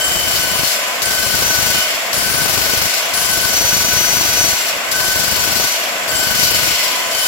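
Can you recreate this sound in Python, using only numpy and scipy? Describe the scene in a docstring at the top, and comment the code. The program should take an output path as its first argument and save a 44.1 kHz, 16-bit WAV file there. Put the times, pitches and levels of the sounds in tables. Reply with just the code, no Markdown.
"""A chop saw is already biting into a steel pipe in a hard-walled workshop, its cooling air roaring.
The push slows the motor; the 60 teeth whine, squeal and shriek, scrape the steel and set the pipe ringing.
Chips pelt the left microphone of a phone close by; the right one faces away and hears less treble.
Then the hand eases off, the blade speeds up and only brushes the pipe. Six more pushes follow, about
one to two seconds apart, and the last has only just begun when the sound ends."""
import sys
import numpy as np
from scipy import signal
from scipy.fft import rfft, irfft, next_fast_len
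from scipy.io import wavfile

SR = 44100
rng = np.random.default_rng(int(sys.argv[2]) if len(sys.argv) > 2 else 0)


def waveform_to_disk(signal):
    """Save audio, clipped to [-1, 1], as 16-bit WAV at the path in sys.argv[1]."""
    frames = np.transpose(np.atleast_2d(signal))
    scaled = np.clip(frames, -1, 1) * 32767
    samples = np.round(scaled).astype(np.int16)
    wavfile.write(sys.argv[1], SR, samples)


N = 320607
T = np.arange(N) / SR
SIZE = next_fast_len(N + SR)  # a spare second leaves room for echoes
HZ = np.maximum(np.arange(SIZE // 2 + 1) * SR / SIZE, 1)

TEETH, FREE_HZ = 60, 1534.6  # with no load, FREE_HZ teeth pass each second
LEAN_S, EASE_S = .209, .186  # time for the hand to lean on the handle and to ease off

# Pushes into the pipe. Each row: start, length and the teeth's slide-out time in seconds, the drop in Hz
# that the tooth rate heads for, then relative levels in dB of first bite, scrape, chips, whine, squeal.
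PUSHES = [(-0.05, 0.69, .45, 32.4, -10, 1.5, -1.5, -39.5, -37.5),
          (1.019, 0.76, 0.28, 35.05, 10.5, 4, 0, -33.5, -36.5),
          (2.13, 0.72, 0.38, 36, 11, 4, 1.5, -35, -36),
          (3.136, 1.38, 0.25, 31.66, 8.5, 4.5, -0.5, -34.5, -33.5),
          (4.914, .73, 0.32, 35.14, 10, 4.5, -1, -35, -35),
          (6.079, 0.63, 0.53, 50.54, 3, 4, -0.5, -35.5, -36),
          (7.112, .4, 0.26, 28, 5.5, 4.5, -21, -38, -40)]
# Tone colour of the cooling air. Each row: frequency in Hz, relative level in dB.
AIR_SPECTRUM = [(40, -105), (100, -82.5), (200, -66.5), (400, -63.5), (540, -57), (675, -50.5),
                (800, -61.5), (1100, -55), (1350, -58), (2100, -59), (3900, -80), (7600, -60), (9600, -93),
                (15000, -86)]
# The teeth's three sets of tones; half multiples come from alternating teeth.
# Each row: multiple of the tooth rate, relative level in dB, roughness, depth of the throb.
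WHINE_TONES = [(1, 3.5, 0.86, 0.45), (2, -3, 0.8, 0.43)]
SQUEAL_TONES = [(4, 8, 0.36, 0.055), (4.5, 1.5, 0.87, 0.27), (8, -11, 0.54, 0.34)]
ZING_TONES = [(3, 6, 0.66, 0.34), (3.5, 0, 0.58, 0.5), (5, 7.5, 6.1, 0.22), (6, 8, 9.9, 0.23),
              (7, 3.5, 3.1, 0.89), (9, -10, 0.74, 0.71), (9.5, -2, .9, .4), (10, -9, .9, .4)]
# Moments when the blade catches and shrieks.
# Each row: start in seconds, length in seconds, multiple of the tooth rate, relative level in dB, roughness.
SHRIEKS = [(0, 0.75, 2, -25, 0.77), (0, 0.36, 5, -22.5, 0.77), (.377, .35, 6, -24, 0.52),
           (.42, 0.13, 1, -29, .5), (1.033, 0.4, 5, -29, .6), (1.028, 0.41, 6, -28, 0.2),
           (1.421, .28, 4, -24.5, 0.51), (1.593, 0.25, 6, -22, .6), (1.73, 0.21, 2, -24.5, 0.3),
           (2.127, 0.39, 6, -22, 0.68), (2.13, 0.18, 7, -25, 0.66), (3.138, 0.34, 7, -21, .4),
           (3.14, .2, 10, -29, .6), (3.53, 0.99, 4, -21, 0.22), (3.544, 1.2, 8, -30, .25),
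           (4.327, 0.3, 4, -24.5, 0.23), (4.4, .2, 6, -22, 0.74), (4.449, 0.24, 5, -25, .6),
           (4.932, 0.39, 1, -32, 0.54), (5.584, 0.22, 4, -27, 0.44), (6.086, .25, 5, -23, .6),
           (6.11, 1.3, 2, -32, 0.63), (6.379, 0.13, 4, -25, 1.04), (6.553, 0.18, 6, -23, 0.55),
           (7.13, .3, 2, -27.5, 0.88)]
# Tone colours of the scrape and of the pipe's body. Each row: frequency in Hz, relative level in dB.
SCRAPE_SPECTRUM = [(80, -110), (500, -78.5), (2500, -74), (3900, -62), (4400, -59.5), (5400, -59),
                   (6400, -62), (7600, -60), (9600, -65), (11800, -61.5), (13500, -64), (14500, -66.5),
                   (16000, -69)]
BODY_SPECTRUM = [(150, -110), (700, -75), (1600, -72), (2100, -56), (2700, -56), (3400, -58.5),
                 (4200, -66.5), (8000, -104)]
# Notes the pipe rings at, low to high. Each row: pitch in Hz, width in Hz, relative level in dB.
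PIPE_NOTES = [(2035, 25, -3), (2547, 16, -4), (2846, 18, -1), (3332, 16, -5), (3693, 22, -6),
              (4290, 40, -4), (4339, 30, 1), (4460, 50, -4), (4834, 14, 3), (5050, 40, -3), (5140, 30, -4),
              (5260, 22, 0), (5335, 30, -4), (5830, 40, -6), (6767, 20, -5), (6865, 14, -1), (7050, 40, -5),
              (7350, 40, -6), (7700, 70, -4), (9970, 30, -8), (13258, 27, -5)]
# Rise and fall of the pipe's lowest, purest note. Each row: time in seconds, relative level in dB.
RING_LEVELS = [(0.0, -45), (0.24, -51), (0.36, -41), (0.91, -30.5), (1.07, -50), (1.48, -43), (2.75, -46),
               (2.85, -38), (3.73, -44), (5.24, -43), (5.3, -31), (5.63, -43), (5.97, -36), (6.32, -44),
               (7.05, -28), (7.27, -35)]
# Tone colour of the chips hitting the phone. Each row: frequency in Hz, relative level in dB.
CHIP_SPECTRUM = [(20, -76), (40, -58), (65, -49.5), (100, -51), (200, -53.5), (400, -56), (1000, -57.5),
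                 (2500, -62.5), (6000, -71), (12000, -65), (16000, -60.5)]
# The blade's side rubs in the cut. Each row: start in seconds, length in seconds, relative level in dB.
RUBS = [(0.265, 0.16, 3), (.63, .16, 5), (2.923, .11, 3.5), (4.651, 0.1, 1), (6.375, 0.17, 2.5),
        (6.919, 0.11, -6)]
# What the right microphone hears. Each row: frequency in Hz, level in dB compared with the left one.
RIGHT_MIC = [(300, -1.5), (800, 0.5), (1130, -3.5), (1500, 1), (2600, 2.5), (3500, 1), (4350, -5.5),
             (5100, -2.5), (6100, -2.5), (7000, -16), (8400, -22), (9700, -14), (12000, -12), (13500, -5.5),
             (15000, -7)]


def undb(db):
    """Turn decibels into a number to multiply by."""
    return 10 ** (np.asarray(db) / 20)


def unit(x):
    """Scale a signal to an average power of 1."""
    return x / np.sqrt(np.mean(np.abs(x) ** 2))


def shape(x, gain):
    """Turn each frequency up or down by its own gain."""
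    return irfft(rfft(x, SIZE) * gain, SIZE)[..., :N]


def response(points):
    """Join (Hz, dB) points into a gain for every frequency."""
    hz, db = np.transpose(points)
    return undb(np.interp(np.log(HZ), np.log(hz), db))


def colour(x, points):
    """Give white noise the tone colour listed in a table."""
    return shape(x, response(points)) * np.sqrt(SR / 2)


def wander(hz):
    """A smooth random wobble, up to about hz, for each microphone."""
    return unit(shape(rng.standard_normal((2, N)), 1 / (1 + (HZ / hz) ** 2)))


def stereo_noise(alike_hz=1100):
    """White noise at two microphones: alike in the bass, unrelated in the treble."""
    share = .8 / (1 + (HZ / alike_hz) ** 3)
    common = shape(rng.standard_normal(N), np.sqrt(share))
    return common + shape(rng.standard_normal((2, N)), np.sqrt(1 - share))


def echoes(x, fade_s, echo_db):
    """Add a dense tail that fades by 60 dB in fade_s, keeping about the same loudness."""
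    t = T[:SR]
    tail = rng.standard_normal((2, SR)) * undb(-60 * t / fade_s) * (t > .005)
    tail = tail / np.sqrt(np.sum(tail ** 2) / 2)
    return (x + undb(echo_db) * shape(x, rfft(tail, SIZE))) / np.hypot(1, undb(echo_db))


def gate(age, length, rise_s, fall_s):
    """Rise from 0 to 1, hold until length is over, then fall back."""
    return np.clip(age / rise_s, 0, 1) * np.clip(1 - (age - length) / fall_s, 0, 1)


def push_gain(levels_db, rise_s, fall_s, entry_db, settle_s):
    """On each push a sound comes in entry_db away from its level, settles, and fades afterwards."""
    out, each = 0, np.ones(len(PUSHES))
    for (start, length, *_), db, fade_s in zip(PUSHES, levels_db * each, fall_s * each):
        age = np.maximum(T - start, 0)
        out = out + undb(db + entry_db * np.exp(-age / settle_s)) * gate(age, length, rise_s, fade_s)
    return out


def slowing(drops_hz, lag_s=.257):
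    """How far the tooth rate drops, in Hz: each push brakes the heavy blade, which follows late."""
    braking = sum(hz * gate(T - start, length, LEAN_S, EASE_S)
                  for (start, length, *_), hz in zip(PUSHES, drops_hz))
    keep = np.exp(-1 / (lag_s * SR))
    return signal.lfilter([1 - keep], [1, -keep], braking)


def cooling_air(pressure, level_db=1, dip_db=-2.5):
    """Cooling air roars steadily; the phone turns it down a little during each loud push."""
    return undb(level_db + dip_db * pressure) * colour(stereo_noise(), AIR_SPECTRUM)


def tooth_tones(rows, turns, load, flutter_hz, blur_hz):
    """Under load the slightly off-centre blade swells its tones once a turn; uneven bites roughen them."""
    out = 0
    swing = load * np.cos(2 * np.pi * turns + 0.5 * wander(1.9)[0])
    for multiple, db, rough, throb in rows:
        width_hz = flutter_hz + blur_hz * multiple
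        uneven = 1 + rough * (wander(width_hz) + 1j * wander(width_hz))
        tone = np.exp(1j * np.pi * round(2 * multiple) * TEETH * turns)
        out = out + undb(db) * unit(np.real((1 + throb * swing) * uneven * tone))
    return out


def singing_blade(turns, load, whine_db, squeal_db, slide_s, idle_whine_db=-39.5, idle_zing_db=-47.5):
    """Whine and zing are strongest as the teeth enter the steel; the squeal holds until they slide out."""
    whining = push_gain(whine_db, rise_s=0.064, fall_s=0.21, entry_db=7.5, settle_s=0.64)
    whining = np.hypot(whining, undb(idle_whine_db))
    squealing = push_gain(squeal_db, rise_s=.015, fall_s=slide_s, entry_db=-2, settle_s=0.24)
    zinging = push_gain(levels_db=-37.5, rise_s=0.0096, fall_s=slide_s, entry_db=3, settle_s=0.63)
    zinging = np.hypot(zinging, undb(idle_zing_db))
    whine = whining * tooth_tones(WHINE_TONES, turns, load, flutter_hz=22, blur_hz=13)
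    squeal = squealing * tooth_tones(SQUEAL_TONES, turns, load, flutter_hz=10, blur_hz=4.5)
    zing = zinging * tooth_tones(ZING_TONES, turns, load, flutter_hz=21, blur_hz=3.5)
    # concrete walls and floor make the tones linger
    return echoes(whine + squeal + zing + shrieks(turns), fade_s=.6, echo_db=-13)


def shrieks(turns, flutter_hz=35, rise_s=.012):
    """The blade rings along with one tooth tone: a shriek that starts at once and dies away."""
    flutter = wander(flutter_hz) + 1j * wander(flutter_hz)
    out = np.zeros((2, N))
    for start, length, multiple, db, rough in SHRIEKS:
        on = (T >= start) & (T < start + length)
        age = T[on] - start
        swell = np.minimum(age / rise_s, 1) * np.sqrt(2 - 2 * (age / length) ** 2)
        tone = np.exp(2j * np.pi * round(multiple) * TEETH * turns[on])
        out[:, on] += undb(db) * swell * np.real(unit(1 + rough * flutter[:, on]) * tone)
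    return out


def knock(turns, fade_turns, slop_turns=.06):
    """The tallest tooth lands once a turn: a sudden rise that fades over part of the turn."""
    return np.exp(-((turns + slop_turns * wander(12)[0]) % 1) / fade_turns)


def bites(levels_db, fade_s=0.016, rebound_s=0.037, rebound_db=-5):
    """Strength of the sudden rasp as the teeth catch, skip and catch again about a turn later."""
    rasp = lambda age: (age >= 0) * np.exp(-np.abs(age) / fade_s)
    return sum(undb(db) * (rasp(T - start) + undb(rebound_db) * rasp(T - start - rebound_s))
               for (start, *_), db in zip(PUSHES, levels_db))


def cutting(turns, scraping, ringing, low_db=-31, high_db=-26, throb=0.91, tooth_depth=0.42):
    """Teeth tear the steel in bursts, harder once a turn, and the pipe rings with its own notes."""
    judder_db = 0.88 * wander(22)[0]
    force = unit((1 + throb * knock(turns, fade_turns=0.55)) * undb(judder_db))
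    bursts = unit(force * (1 + tooth_depth * np.cos(2 * np.pi * TEETH * turns)))
    scrape = colour(bursts * stereo_noise(), SCRAPE_SPECTRUM) * scraping
    body = colour(stereo_noise(), BODY_SPECTRUM) * ringing
    # the low notes swell with the pipe's body, the high ones also with the scraping
    low = pipe_notes(stereo_noise(), PIPE_NOTES[:5]) * undb(low_db)
    high = pipe_notes(bursts * stereo_noise(), PIPE_NOTES[5:]) * scraping * undb(high_db)
    return echoes(scrape + body, fade_s=0.1, echo_db=-4) + ringing * (low + high)


def pipe_notes(shaking, rows):
    """The pipe picks its own notes out of whatever shakes it."""
    peaks = sum(undb(db) / (1 + 1j * (HZ ** 2 - hz ** 2) / (HZ * width)) for hz, width, db in rows)
    return unit(shape(shaking, peaks))


def pure_ring(pitch_hz=1008, boost_db=1, waver=0.5, drift=0.24):
    """The pipe holds one note that swells and fades, whatever the speed of the blade."""
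    level_db = np.interp(T, *np.transpose(RING_LEVELS)) + boost_db
    tone = (1 + waver * wander(5)) * np.cos(2 * np.pi * pitch_hz * T + drift * wander(2.3))
    return undb(level_db) * unit(tone)


def chips(turns, stream, most_per_second=2600, spread_db=4, gust=3.2, right_db=-26):
    """Steel chips spray the phone once a turn, mostly on the left: each is a tick with a dull thump."""
    spray = unit(1 + gust * knock(turns, fade_turns=0.16))
    # a thin stream has fewer chips, a thick one heavier chips
    density = np.minimum(stream, 1)
    hit = rng.random((2, N)) < most_per_second / SR * density
    size = spray * undb(spread_db * np.clip(rng.standard_normal((2, N)), -2, 2))
    ticks = unit(hit * size * rng.choice([-1, 1], (2, N))) * stream / np.sqrt(density)
    return colour(ticks, CHIP_SPECTRUM) * undb([[0], [right_db]])


def rubs(rise_s=0.019, fall_s=0.061):
    """Strength of the short rasps as the side of the blade rubs in the cut."""
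    return sum(undb(db) * gate(T - start, length - fall_s, rise_s, fall_s) for start, length, db in RUBS)


def scene(full_drop_hz=30, brush_db=-4, stray_chips_db=-21.5, bite_chips_db=-4):
    """The pushes slow the blade, make it sing, scrape the pipe and throw chips."""
    _, _, slide_s, drops_hz, bite_db, scrape_db, chip_db, whine_db, squeal_db = np.transpose(PUSHES)
    drop_hz = slowing(drops_hz)
    turns = np.cumsum(FREE_HZ - drop_hz) / TEETH / SR
    load = np.clip(drop_hz / full_drop_hz, 0, 1)
    pressure = sum(gate(T - start, length, LEAN_S, EASE_S) for start, length, *_ in PUSHES)
    # between pushes the blade still brushes the pipe and throws stray chips
    tearing = push_gain(scrape_db, rise_s=0.075, fall_s=slide_s, entry_db=-11, settle_s=0.035)
    scraping = np.sqrt(tearing ** 2 + bites(bite_db) ** 2 + rubs() ** 2 + undb(brush_db) ** 2)
    stream = push_gain(chip_db, rise_s=0.046, fall_s=0.048, entry_db=-13.5, settle_s=.1)
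    stream = stream + undb(stray_chips_db) + bites(chip_db + bite_chips_db)
    # the pipe rings louder as the cut drags on the blade, but is muffled while the blade presses on it
    ringing = undb(-5 + 0.2048 * drop_hz - 2.5 * pressure)
    saw = singing_blade(turns, load, whine_db, squeal_db, slide_s) + cooling_air(pressure)
    return saw + cutting(turns, scraping, ringing) + pure_ring() + chips(turns, stream)


def record(dry, notch_hz=8650, notch_width_hz=260, notch_db=-11, lag_samples=5, top_hz=15850):
    """Both microphones dull a narrow band of treble; the right one is shaded and hears a little later."""
    notch = undb(notch_db / (1 + ((HZ - notch_hz) / notch_width_hz) ** 2))
    right = response(RIGHT_MIC) * np.exp(-2j * np.pi * HZ * lag_samples / SR)
    heard = np.clip(shape(dry, np.array([notch, notch * right])), -1, 1)
    treble_cut = signal.ellip(12, .1, 80, top_hz, fs=SR, output="sos")
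    return signal.sosfilt(treble_cut, heard)


dry = scene()
out = record(dry)
waveform_to_disk(out)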